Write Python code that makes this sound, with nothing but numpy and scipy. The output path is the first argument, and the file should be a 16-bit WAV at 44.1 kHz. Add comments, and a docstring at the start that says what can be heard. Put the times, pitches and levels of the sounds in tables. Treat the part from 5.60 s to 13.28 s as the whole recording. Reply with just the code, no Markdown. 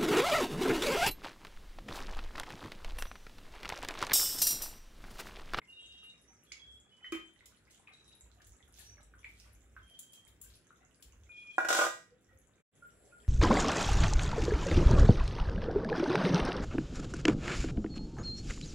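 """Minced meat simmers in a steel pot as random grains of wet crackle and squelch, with pitched plops.
Meanwhile a steel ladle ticks and squeals on the steel, knocks the pot and rustles through the meat.
Near six seconds a steel lid clonks onto the rim, ringing in decaying modes, and rattles into place.
At seven seconds the simmer starts to build up again under the lid; the sound then cuts out briefly.
A small hard kitchen answers with a noise tail, over room air, hiss and an unevenly rumbling stove."""
import sys
import numpy as np
from scipy import signal
from scipy.fft import rfft, irfft, next_fast_len
from scipy.io import wavfile
from scipy.ndimage import map_coordinates

SR = 44100
rng = np.random.default_rng(int(sys.argv[2]) if len(sys.argv) > 2 else 0)


def pcm_store(signal):
    """Save signal as 16-bit PCM."""
    levels = np.round(np.clip(np.atleast_2d(signal), -1, 1) * 32767)
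    wavfile.write(sys.argv[1], SR, levels.astype(np.int16).T)


N = 338688
TOP_HZ = 15750  # band limit of the whole sound

# The lid's main blows on the rim. Each row: start in seconds, relative ring level in dB,
# relative bright clash level in dB, loss at each rebound in dB, how flat the lid lies (0-1).
LID_BLOWS = [(5.981, -20, -48, 6.5, 0), (6.047, -24.5, -48, 10.5, 0.25), (6.086, -25.5, -31.5, 10.5, 1),
             (6.103, -20.5, -33, 10, 1), (6.126, -22, -29.5, 4.5, 0.6), (6.187, -19.5, -36.5, 6, 0.99),
             (6.217, -23, -38, 3, 1)]
# Spectrum of wet squelching. Each row: frequency in Hz, relative level in dB.
SQUELCH_SPECTRUM = [(800, -7.5), (1500, -3), (2400, 2), (4500, -20), (9000, -30.5)]
# Spectrum of the ladle's dull, gritty contact. Each row: frequency in Hz, relative level in dB.
GRIT_SPECTRUM = [(1500, -23), (3100, -0.5), (7100, -4.5), (13000, -33.5)]


def amp(db):
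    """Decibels to gain."""
    return np.exp(np.asarray(db) * (np.log(10) / 20))


def unit(x):
    """Scale to rms 1."""
    return x / np.sqrt(np.mean(x ** 2) + 1e-20)


def along(points, hz):
    """Read (Hz, value) points on a log frequency axis."""
    f, v = np.transpose(points)
    return np.interp(np.log(hz + 1), np.log(f + 1), v)


def curves(rows):
    """One value per sample for each column after the time; the end values hold."""
    s, *cols = np.transpose(rows)
    return [np.interp(np.arange(N) / SR, s, c) for c in cols]


def hold(t, s, length, attack, release):
    """A straight rise from s, a hold until s + length, a straight fall."""
    rise = np.clip((t - s) / attack, 0, 1)
    return rise * np.clip(1 - (t - s - length) / release, 0, 1)


def wobble(rate, size):
    """A smooth random curve, rate knots a second."""
    knots = rng.standard_normal(int(size * rate / SR) + 4)
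    fine = np.arange(0, len(knots) - 1, .125)
    return np.interp(np.arange(size) * rate / SR, fine, map_coordinates(knots, [fine]))


def colour(x, spectrum):
    """Shape x by a spectrum in dB, at rms 1."""
    size = x.shape[-1]
    m = next_fast_len(size + 8192)
    gain = amp(along(spectrum, np.fft.rfftfreq(m, 1 / SR)))
    return unit(irfft(rfft(x, m) * gain, m)[..., :size])


def noise(spectrum, width, size):
    """Coloured stereo noise; width is side over mid."""
    mid, side = rng.standard_normal((2, size))
    return colour(np.array([mid + width * side, mid - width * side]), spectrum)


def highpass(x, hz):
    """Cut the lowest frequencies with a steep high-pass."""
    return signal.sosfilt(signal.butter(4, hz, 'highpass', fs=SR, output='sos'), x)


def pan(db):
    """Left and right gains for a level difference."""
    return amp([[db / 2], [-db / 2]])


def add(track, s, sound):
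    """Mix a sound into a track at s seconds."""
    part = track[:, round(s * SR):][:, :sound.shape[-1]]
    part += sound[..., :part.shape[1]]


def ring(modes, t, scatter_db, spread, count=1):
    """Blows on a metal body: its modes decay from new strengths, each with its own phase per port."""
    hz, db, t60 = np.transpose(modes)
    level, phase, skew = rng.standard_normal((count, 3, 1, len(modes))).swapaxes(0, 1)
    angle = 2 * np.pi * phase + spread * skew * np.array([[1], [-1]])
    start = amp(db + scatter_db * level) * np.exp(1j * angle)
    step = amp(-60 / SR / t60) * np.exp(2j * np.pi * hz / SR)  # turn and fade per sample
    swing = np.cumprod(np.repeat(step[:, None], len(t), axis=1), axis=1)
    return np.imag(start.reshape(-1, len(modes)) @ swing).reshape(count, 2, -1)


def grains(rate, low_hz, high_hz, cycles, spike_db):
    """Tiny bursting bubbles, each with its own time, pitch and place; a few are much larger."""
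    when, size, place, pitch = rng.random((int(rate * N / SR), 4)).T[:, :, None]
    hz = low_hz * (high_hz / low_hz) ** pitch
    k = np.arange(int(5 * cycles * SR / np.sqrt(low_hz * high_hz)))
    strength = amp(-spike_db * np.log(.01 + .99 * size))
    fade = np.exp(-hz * k / SR / cycles)
    wave = strength * np.sin(2 * np.pi * hz * k / SR) * fade
    at = ((when * N).astype(int) + k).ravel()
    sides = np.cos(place * np.pi / 2), np.sin(place * np.pi / 2)
    return np.array([np.bincount(at, (wave * g).ravel(), N)[:N] for g in sides])


def stirring():
    """Wet meat crackles and squelches all along; each ladle stroke adds a swelling, grainy rustle."""
    # The ladle dragging through the meat. Each row: start in seconds, length in seconds, level in dB.
    strokes = [(2.088, 0.084, -66), (3.121, 0.16, -56), (3.642, 0.28, -67.5), (4.834, 0.16, -66)]
    # Spectra of the fine crackle and of rustling meat. 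Each row: frequency in Hz, relative level in dB.
    crackle_spectrum = [(2000, -17.5), (3600, -3.5), (4400, -11), (7800, 6.5), (8800, -7), (10100, 7),
                        (12500, -11.5), (15700, -16)]
    rustle_spectrum = [(1500, -5.5), (9000, 4.5), (15700, -1.5)]
    crackle_db, squelch_db = -74, -78.5
    turning_db, turning_start_s, turning_end_s = 3.5, 1.8, 3.7  # more squelch as the ladle turns the meat
    covered_db = -6  # under the lid

    t = np.arange(N) / SR
    cover_db = covered_db * np.clip((t - LID_BLOWS[0][0]) / .3, 0, 1)
    turn_db = turning_db * hold(t, turning_start_s, turning_end_s - turning_start_s, 0.037, 1.0)
    drag = sum(amp(db) * hold(t, s, length * 3 / 4, length / 4, length / 4) for s, length, db in strokes)
    fine = colour(grains(260, low_hz=2800, high_hz=14000, cycles=3.5, spike_db=6), crackle_spectrum)
    rustle = colour(grains(1200, low_hz=2500, high_hz=15000, cycles=2, spike_db=4.5), rustle_spectrum)
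    coarse = colour(grains(280, low_hz=600, high_hz=4000, cycles=6, spike_db=4.6), SQUELCH_SPECTRUM)
    crackle = amp(crackle_db + 3.8 * wobble(18, N)) * fine
    squelch = amp(squelch_db + turn_db + 5.6 * wobble(28, N)) * coarse
    return amp(cover_db) * (crackle + squelch) + amp(-2.5 + 4.2 * wobble(40, N)) * drag * rustle


def plops():
    """Bursting pockets ring for some cycles; bubbles under the lid ring the lid longer, fluttering."""
    # Larger wet pockets bursting. Each row: start in seconds, relative level in dB, pitch in Hz.
    pockets = [(0.018, -45.5, 2130), (0.919, -34.5, 2230), (1.4453, -34, 1940), (2.2748, -39.5, 2427),
               (3.539, -44.5, 1480), (3.6451, -31.5, 2280), (4.166, -35.5, 1546), (5.1066, -47, 1370)]
    # Bubbles under the closed lid. Each row: start in seconds, relative level in dB,
    # pitch in Hz, rise in seconds.
    muffled = [(6.49, -60.5, 494.6, 0.035), (6.68, -63.5, 1905, 0.026), (6.721, -59.5, 521, 0.019),
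               (7.221, -48.5, 1398, 0.0064), (7.522, -54.5, 1410, 0.0053)]

    out, t = np.zeros((2, N)), np.arange(SR // 4) / SR
    for s, db, hz in pockets:
        tone = np.sin(2 * np.pi * hz * t) * amp(-60 * t / 0.02)
        spectrum = [(hz / 3, -45), (hz * 1.04, 0), (hz * 0.83, -2), (hz * 3, -45)]
        splash = noise(spectrum, 0.4, len(t)) * amp(-60 * t / 0.074)
        onset = 1 - np.exp(-t / 0.00047)
        add(out, s - .001, amp(db - 1.0) * (tone + 0.23 * splash) * onset)
    for s, db, hz, rise in muffled:
        pitch = hz * (1 + 0.017 * wobble(127, len(t)))
        tone = np.sin(2 * np.pi * np.cumsum(pitch) / SR)
        flutter = amp(3.4 * wobble(63, len(t)))
        swell = np.minimum(t / rise, 1) * amp(-60 * np.maximum(t - rise, 0) / 0.17)
        add(out, s, amp(db - 0.5) * tone * flutter * swell)
    return out


def build_up():
    """How far the covered simmer has built up, 0-1, on a straight rise."""
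    start_s, rise_s = 6.916, 0.52
    return np.clip((np.arange(N) / SR - start_s) / rise_s, 0, 1)


def boiling():
    """Under the lid the simmer builds up again as a dull bubbling of low-pitched grains."""
    boil_db = -70.5
    return amp(boil_db) * build_up() * unit(grains(240, low_hz=405, high_hz=685, cycles=3.7, spike_db=4.5))


def ladle():
    """Bare steel on steel glints and rings, contact through meat is duller; knocks ring the filled pot."""
    # The edge ticking on the pot. Each row: start in seconds, relative level in dB,
    # left-over-right level in dB, share of bright glint (0-1).
    edge_ticks = [(0.92, -28.5, -4, 0), (1.521, -32.5, -4, .5), (1.857, -38.5, -1, .6),
                  (2.817, -44.5, -2, 0.3), (2.867, -45, -3.5, 0.74), (4.39, -35.5, -1.5, 0.84),
                  (4.532, -40.5, 3, 0.7), (4.676, -47.5, 4, 0.69), (4.814, -34.5, 3, 0.87),
                  (5.424, -37.5, 2, 0.53)]
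    # The ladle knocking on the pot's bottom. Each row: start in seconds, relative level in dB.
    pot_knocks = [(1.522, -24.5), (1.546, -36)]
    # Modes of the filled pot, then of the ladle's bowl.
    # Each row: frequency in Hz, relative level in dB, t60 in seconds.
    pot_modes = [(328.4, -1, 0.17), (376, -12, .1), (1092, -19, 0.1), (1252, -12.5, 0.14),
                 (1615, -18.5, 0.1), (1991, -22, 0.28), (2100, -24, 0.22), (2273, -23, 0.22),
                 (2452, -14, .18), (3115, -13.5, .33)]
    bowl_modes = [(7380, 0, .15), (10050, 2, .22), (14900, -7, .12)]
    # Spectrum of bare steel grazing steel. Each row: frequency in Hz, relative level in dB.
    glint_spectrum = [(4500, -51), (7100, 1.5), (8800, -9), (10200, -3), (12500, -11), (14500, -11)]

    out, t = np.zeros((2, N)), np.arange(SR // 3) / SR
    onset = 1 - np.exp(-t / 0.0012)
    for s, db, side_db, share in edge_ticks:
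        graze = amp(-60 * t / 0.026) + 0.46 * share * amp(-60 * t / 0.18 + 3.6 * wobble(150, len(t)))
        dull = (1 - share) * noise(GRIT_SPECTRUM, 0.88, len(t))
        bright = share * noise(glint_spectrum, 0.96, len(t))
        choke_db = -41 * (1 - share)  # meat on the edge chokes the ring
        bowl = amp(-5.5 + choke_db) * ring(bowl_modes, t, scatter_db=2.0, spread=0.9)[0]
        add(out, s, amp(db - 7) * pan(side_db) * (graze * (dull + bright) + bowl) * onset)
    for s, db in pot_knocks:
        body = ring(pot_modes, t, scatter_db=1, spread=.2)[0]
        scrape = noise(SQUELCH_SPECTRUM, 0.75, len(t)) * amp(-60 * t / 0.23 + 3.1 * wobble(115, len(t)))
        add(out, s, amp(db - 2.5) * highpass((body + .16 * scrape) * onset, 150))
    return out


def squeal(length, hz, rough):
    """Friction feeds one mode of the ladle: it swells, flutters in stick-slip and dies; grit roughens it."""
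    t = np.arange(int((length + 0.17) * SR)) / SR
    rough = np.clip(rough, 0, 1)
    swell = np.minimum(t / 0.012, 1) * amp(-60 * np.maximum(t - length, 0) / 0.33)
    grip = unit(amp((2.0 + 5.2 * rough) * wobble(70, len(t)) + 1.1 * wobble(250, len(t))))
    pitch = hz + (4 + 25 * rough) * wobble(20, len(t)) + (8 + 85 * rough) * wobble(400, len(t))
    grit = 0.31 * rough * noise(GRIT_SPECTRUM, 0.92, len(t))
    return swell * grip * (np.sin(2 * np.pi * np.cumsum(pitch) / SR) + grit)


def squeals():
    """The edge sings on the pot's wall, and on the rim as it slides off."""
    # The edge sticking and slipping on steel. Each row: start in seconds, length in seconds,
    # pitch in Hz, relative level in dB, roughness (0-1).
    slips = [(0.075, 0.39, 2803, -58.5, 0.11), (.12, 0.38, 3745, -63.5, 0.19),
             (0.18, 0.25, 3260, -70, 0.03), (0.673, 0.065, 5940, -67.5, 0), (0.861, 0.44, 3357, -72, 0.22),
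             (0.986, 0.14, 3337, -59, 0.08), (1.307, .12, 3027, -72, .3), (1.425, .05, 3030, -55, 0.14),
             (2.316, .24, 3856, -70.5, 0.94), (3.24, 0.085, 5890, -66, 0.35),
             (4.218, 0.41, 3177, -68.5, 0.41), (5.688, 0.23, 2443, -54, 0.03),
             (5.718, 0.28, 3294, -69, 0.78)]

    out = np.zeros((2, N))
    for s, length, hz, db, rough in slips:
        add(out, s, amp(db) * squeal(length, hz, rough))
    return amp(7) * out


def lid_contacts(rebounds_count=3, chatter_count=8):
    """Each (s, ring dB, clash dB, flatness): blows rebound with steady loss, sliding chatter grows duller."""
    rebound_s, rebound_scatter_s = .0225, .0015
    # light chatter while the lid slides into its seat
    chatter_s, chatter_length_s, chatter_dulls_db_per_s = 6.14, .115, 69
    chatter_ring_db, chatter_clash_db = -29.5, -34

    contacts = []
    for s, ring_db, clash_db, loss_db, flat in LID_BLOWS:
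        for k, late in enumerate(rng.standard_normal(rebounds_count)):
            at = s + k * rebound_s + (k > 0) * late * rebound_scatter_s
            contacts.append((at, ring_db - k * loss_db, clash_db - k * loss_db, np.clip(flat, 0, 1)))
    slots = np.arange(chatter_count) + rng.random(chatter_count)
    for age in slots * chatter_length_s / chatter_count:
        dulled_db = chatter_clash_db - chatter_dulls_db_per_s * age
        contacts.append((chatter_s + age, chatter_ring_db, dulled_db, 1))
    return contacts


def lid():
    """Landing tilted, the lid clonks and rings in a few clear modes; dropping flat wakes a crowd of others."""
    # Modes of the lid on the pot. Each row: frequency in Hz, relative level in dB when tilted
    # on one edge, relative level in dB when lying flat, t60 in seconds.
    lid_modes = [(334.4, -10, -8.5, 0.12), (498, -33, -8.5, .19), (560.6, -26.5, -10, .24),
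                 (646, -7, -9, 0.22), (763, -15, -2, .13), (1038, -10.5, -3.5, .09), (1222, -20, -3.5, .3),
                 (1386, -10.5, -4.5, .14), (1446, 4, 3.5, .17), (1496.4, -1, 1, 0.24),
                 (1611, -1, -8.5, 0.32), (1922, -11, -15, .55), (2377, -10, -16, .32),
                 (2875, -31.5, -24.5, 0.5)]
    # The dome's short, hollow swing. Each row: frequency in Hz, relative level in dB, t60 in seconds.
    clonk_modes = [(637, -5.5, 0.056), (740, -2.5, 0.046), (1055, -5.5, .035), (1400, -0.5, 0.055),
                   (1430, 0.5, .05)]
    # Spectra of the lid's dense low modes and of its bright clash.
    # Each row: frequency in Hz, relative level in dB.
    plate_spectrum = [(150, -41), (560, -8), (900, -13), (1470, -10), (1780, -20.5), (2500, -17),
                      (4500, -54)]
    clash_spectrum = [(1000, -32.5), (2000, -12), (3400, -4.5), (4600, -10.5), (7300, -4.5), (9000, -13.5),
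                      (15700, -24.5)]
    clonk_db = -16
    plate_db, plate_tilted_db = -4, -8.5  # dense low modes: level when flat, change when tilted
    seated_s, seated_db_per_s = 6.275, 11.5  # once seated, the wet rim damps the lid

    out, t = np.zeros((2, N)), np.arange(SR // 2) / SR
    contacts = lid_contacts()

    def bursts(spectrum, width):
        """A random stretch of one coloured noise for each contact."""
        starts = rng.integers(SR - len(t), size=(len(contacts), 1))
        return noise(spectrum, width, SR)[:, starts + np.arange(len(t))].swapaxes(0, 1)

    high = [(hz, along(clash_spectrum, hz), .3) for hz in rng.uniform(2700, TOP_HZ, size=60)]
    held = .5 + .5 * np.exp(-t / 0.01)  # the hand and the rim soak up the first swing
    onset = 1 - np.exp(-t / 0.00082)
    shimmers = .22 * ring(high, t, scatter_db=2.5, spread=0.96, count=len(contacts))
    plates = bursts(plate_spectrum, 0.42) * amp(-60 * t / 0.14)
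    clash_fade = amp(-60 * t / 0.046) + .3 * amp(-60 * t / 0.37)
    clashes = shimmers + bursts(clash_spectrum, 1.0) * clash_fade
    for (s, ring_db, clash_db, flat), plate, clash in zip(contacts, plates, clashes):
        modes = [(hz, tilted_db + flat * (flat_db - tilted_db), t60)
                 for hz, tilted_db, flat_db, t60 in lid_modes]
        clear = held * ring(modes, t, scatter_db=2.5, spread=0.53)[0]
        body = clear + amp(plate_db + plate_tilted_db * (1 - flat)) * plate
        add(out, s, (amp(ring_db - 4.0) * body + amp(clash_db + 2) * clash) * onset)
    clonk = ring(clonk_modes, t, scatter_db=-3.5, spread=.2)[0] * np.minimum(t / 0.001, 1)
    add(out, LID_BLOWS[0][0], amp(clonk_db) * clonk)
    seated = amp(-seated_db_per_s * np.maximum(np.arange(N) / SR - seated_s, 0))
    return highpass(out * seated, 200)


def kitchen(x):
    """The tail of a small hard room: decaying noise, alike at the two ports only in the bass."""
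    # How long the room rings. Each row: frequency in Hz, t60 in seconds.
    decay = [(150, 0.33), (7000, .32), (15000, 0.18)]
    # How unlike the answer is at the two ports. Each row: frequency in Hz, side over mid in dB.
    side_over_mid = [(200, -9.5), (1500, 1.5)]

    hz, t, z = signal.stft(rng.standard_normal((2, int(SR * .7))), SR, nperseg=256)
    z = z * amp(-60 * t / along(decay, hz)[:, None])
    mid, side = z[0], z[1] * amp(along(side_over_mid, hz))[:, None]
    tail = signal.istft(np.array([mid + side, mid - side]), SR, nperseg=256)[1]
    tail = np.pad(tail, ((0, 0), (130, 0)))  # the answer starts 130 samples late
    return signal.fftconvolve(x, tail / np.linalg.norm(tail[0]), axes=1)[:, :N]


def stove():
    """A faint uneven rumble; each push sets the stove shuddering at its own low pitch."""
    # The stove being pushed. Each row: start in seconds, length before the fall in seconds,
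    # relative level in dB.
    shoves = [(2.629, 0.29, -56), (3.027, 1.225, -60), (4.8, 0.15, -55.5), (5.444, .256, -56),
              (6.669, .077, -57.5)]
    # Spectrum of the low rumble. Each row: frequency in Hz, relative level in dB.
    low_spectrum = [(30, -26), (60, 4), (80, -16), (99, -2), (140, -51)]
    rumble_db, stove_hz = -73, 61.5

    t = np.arange(N) / SR
    push = sum(amp(db) * hold(t, s, length, 0.013, 0.06) for s, length, db in shoves)
    tone = np.sin(2 * np.pi * np.cumsum(stove_hz + 7 * wobble(32, N)) / SR)
    shudder = tone + 0.65 * noise(low_spectrum, 0.093, N)
    rumble = amp(rumble_db + 4 * wobble(12, N)) * noise(low_spectrum, 0.11, N)
    return amp(2.7 * wobble(25, N)) * push * shudder + rumble


def background():
    """Room air and the fine hiss of simmering as coloured noise, with the stove beneath."""
    # Spectra of the room air and of the hiss. Each row: frequency in Hz, relative level in dB.
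    air_spectrum = [(50, -33), (100, 7), (300, 3), (500, -1), (1000, -14.5), (1500, -6.5), (3500, -17.5),
                    (6000, -50.5)]
    hiss_spectrum = [(2500, -25), (4400, -11), (6200, -20), (7630, 8), (8810, -15), (10100, 2.5),
                     (12500, -21), (15700, -37)]
    air_db, hiss_db, build_db = -68.5, -86, 16  # build_db: rise of the hiss under the lid

    air = amp(air_db + 0.41 * wobble(2.8, N)) * noise(air_spectrum, 0.37, N)
    hiss_level = amp(hiss_db + build_db * build_up() + 1.1 * wobble(29, N))
    return air + hiss_level * noise(hiss_spectrum, 0.98, N) + stove()


def scene():
    """Pot, ladle and lid, each sending its own share into the kitchen, over the background."""
    food_wet_db, ladle_wet_db, squeal_wet_db, lid_wet_db = 0.5, -2.5, -2.5, -5.5

    food = stirring() + boiling() + plops()
    steel, song, cover = ladle(), squeals(), lid()
    wet = amp(food_wet_db) * food + amp(ladle_wet_db) * steel
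    wet = wet + amp(squeal_wet_db) * song + amp(lid_wet_db) * cover
    return food + steel + song + cover + kitchen(wet) + background()


def record(dry):
    """The pot sits nearer the right port, each port has its colour; the sound cuts out for a moment."""
    # The brief cut; the first and last gains hold outside it. Each row: time in seconds, gain.
    cut = [(7.005, 0.71), (7.025, 0), (7.115, 0), (7.17, 0.91)]
    # The two ports hear the treble differently. Each row: frequency in Hz, left over right in dB.
    port_tilt = [(4200, -0.5), (6400, -7.5), (9800, 7), (15000, 10)]

    gain, = curves(cut)
    m = next_fast_len(N + SR // 2)
    hz = np.fft.rfftfreq(m, 1 / SR)
    lag = np.exp(-2j * np.pi * hz * np.array([[7e-5], [0]]))  # the left port hears 70 microseconds later
    ports = amp(along(port_tilt, hz) * np.array([[.5], [-.5]]))
    spectrum = rfft(dry * np.clip(gain, 0, 1), m)
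    return irfft(spectrum * lag * ports * (hz < TOP_HZ), m)[:, :N]


dry = scene()
out = record(dry)
pcm_store(out)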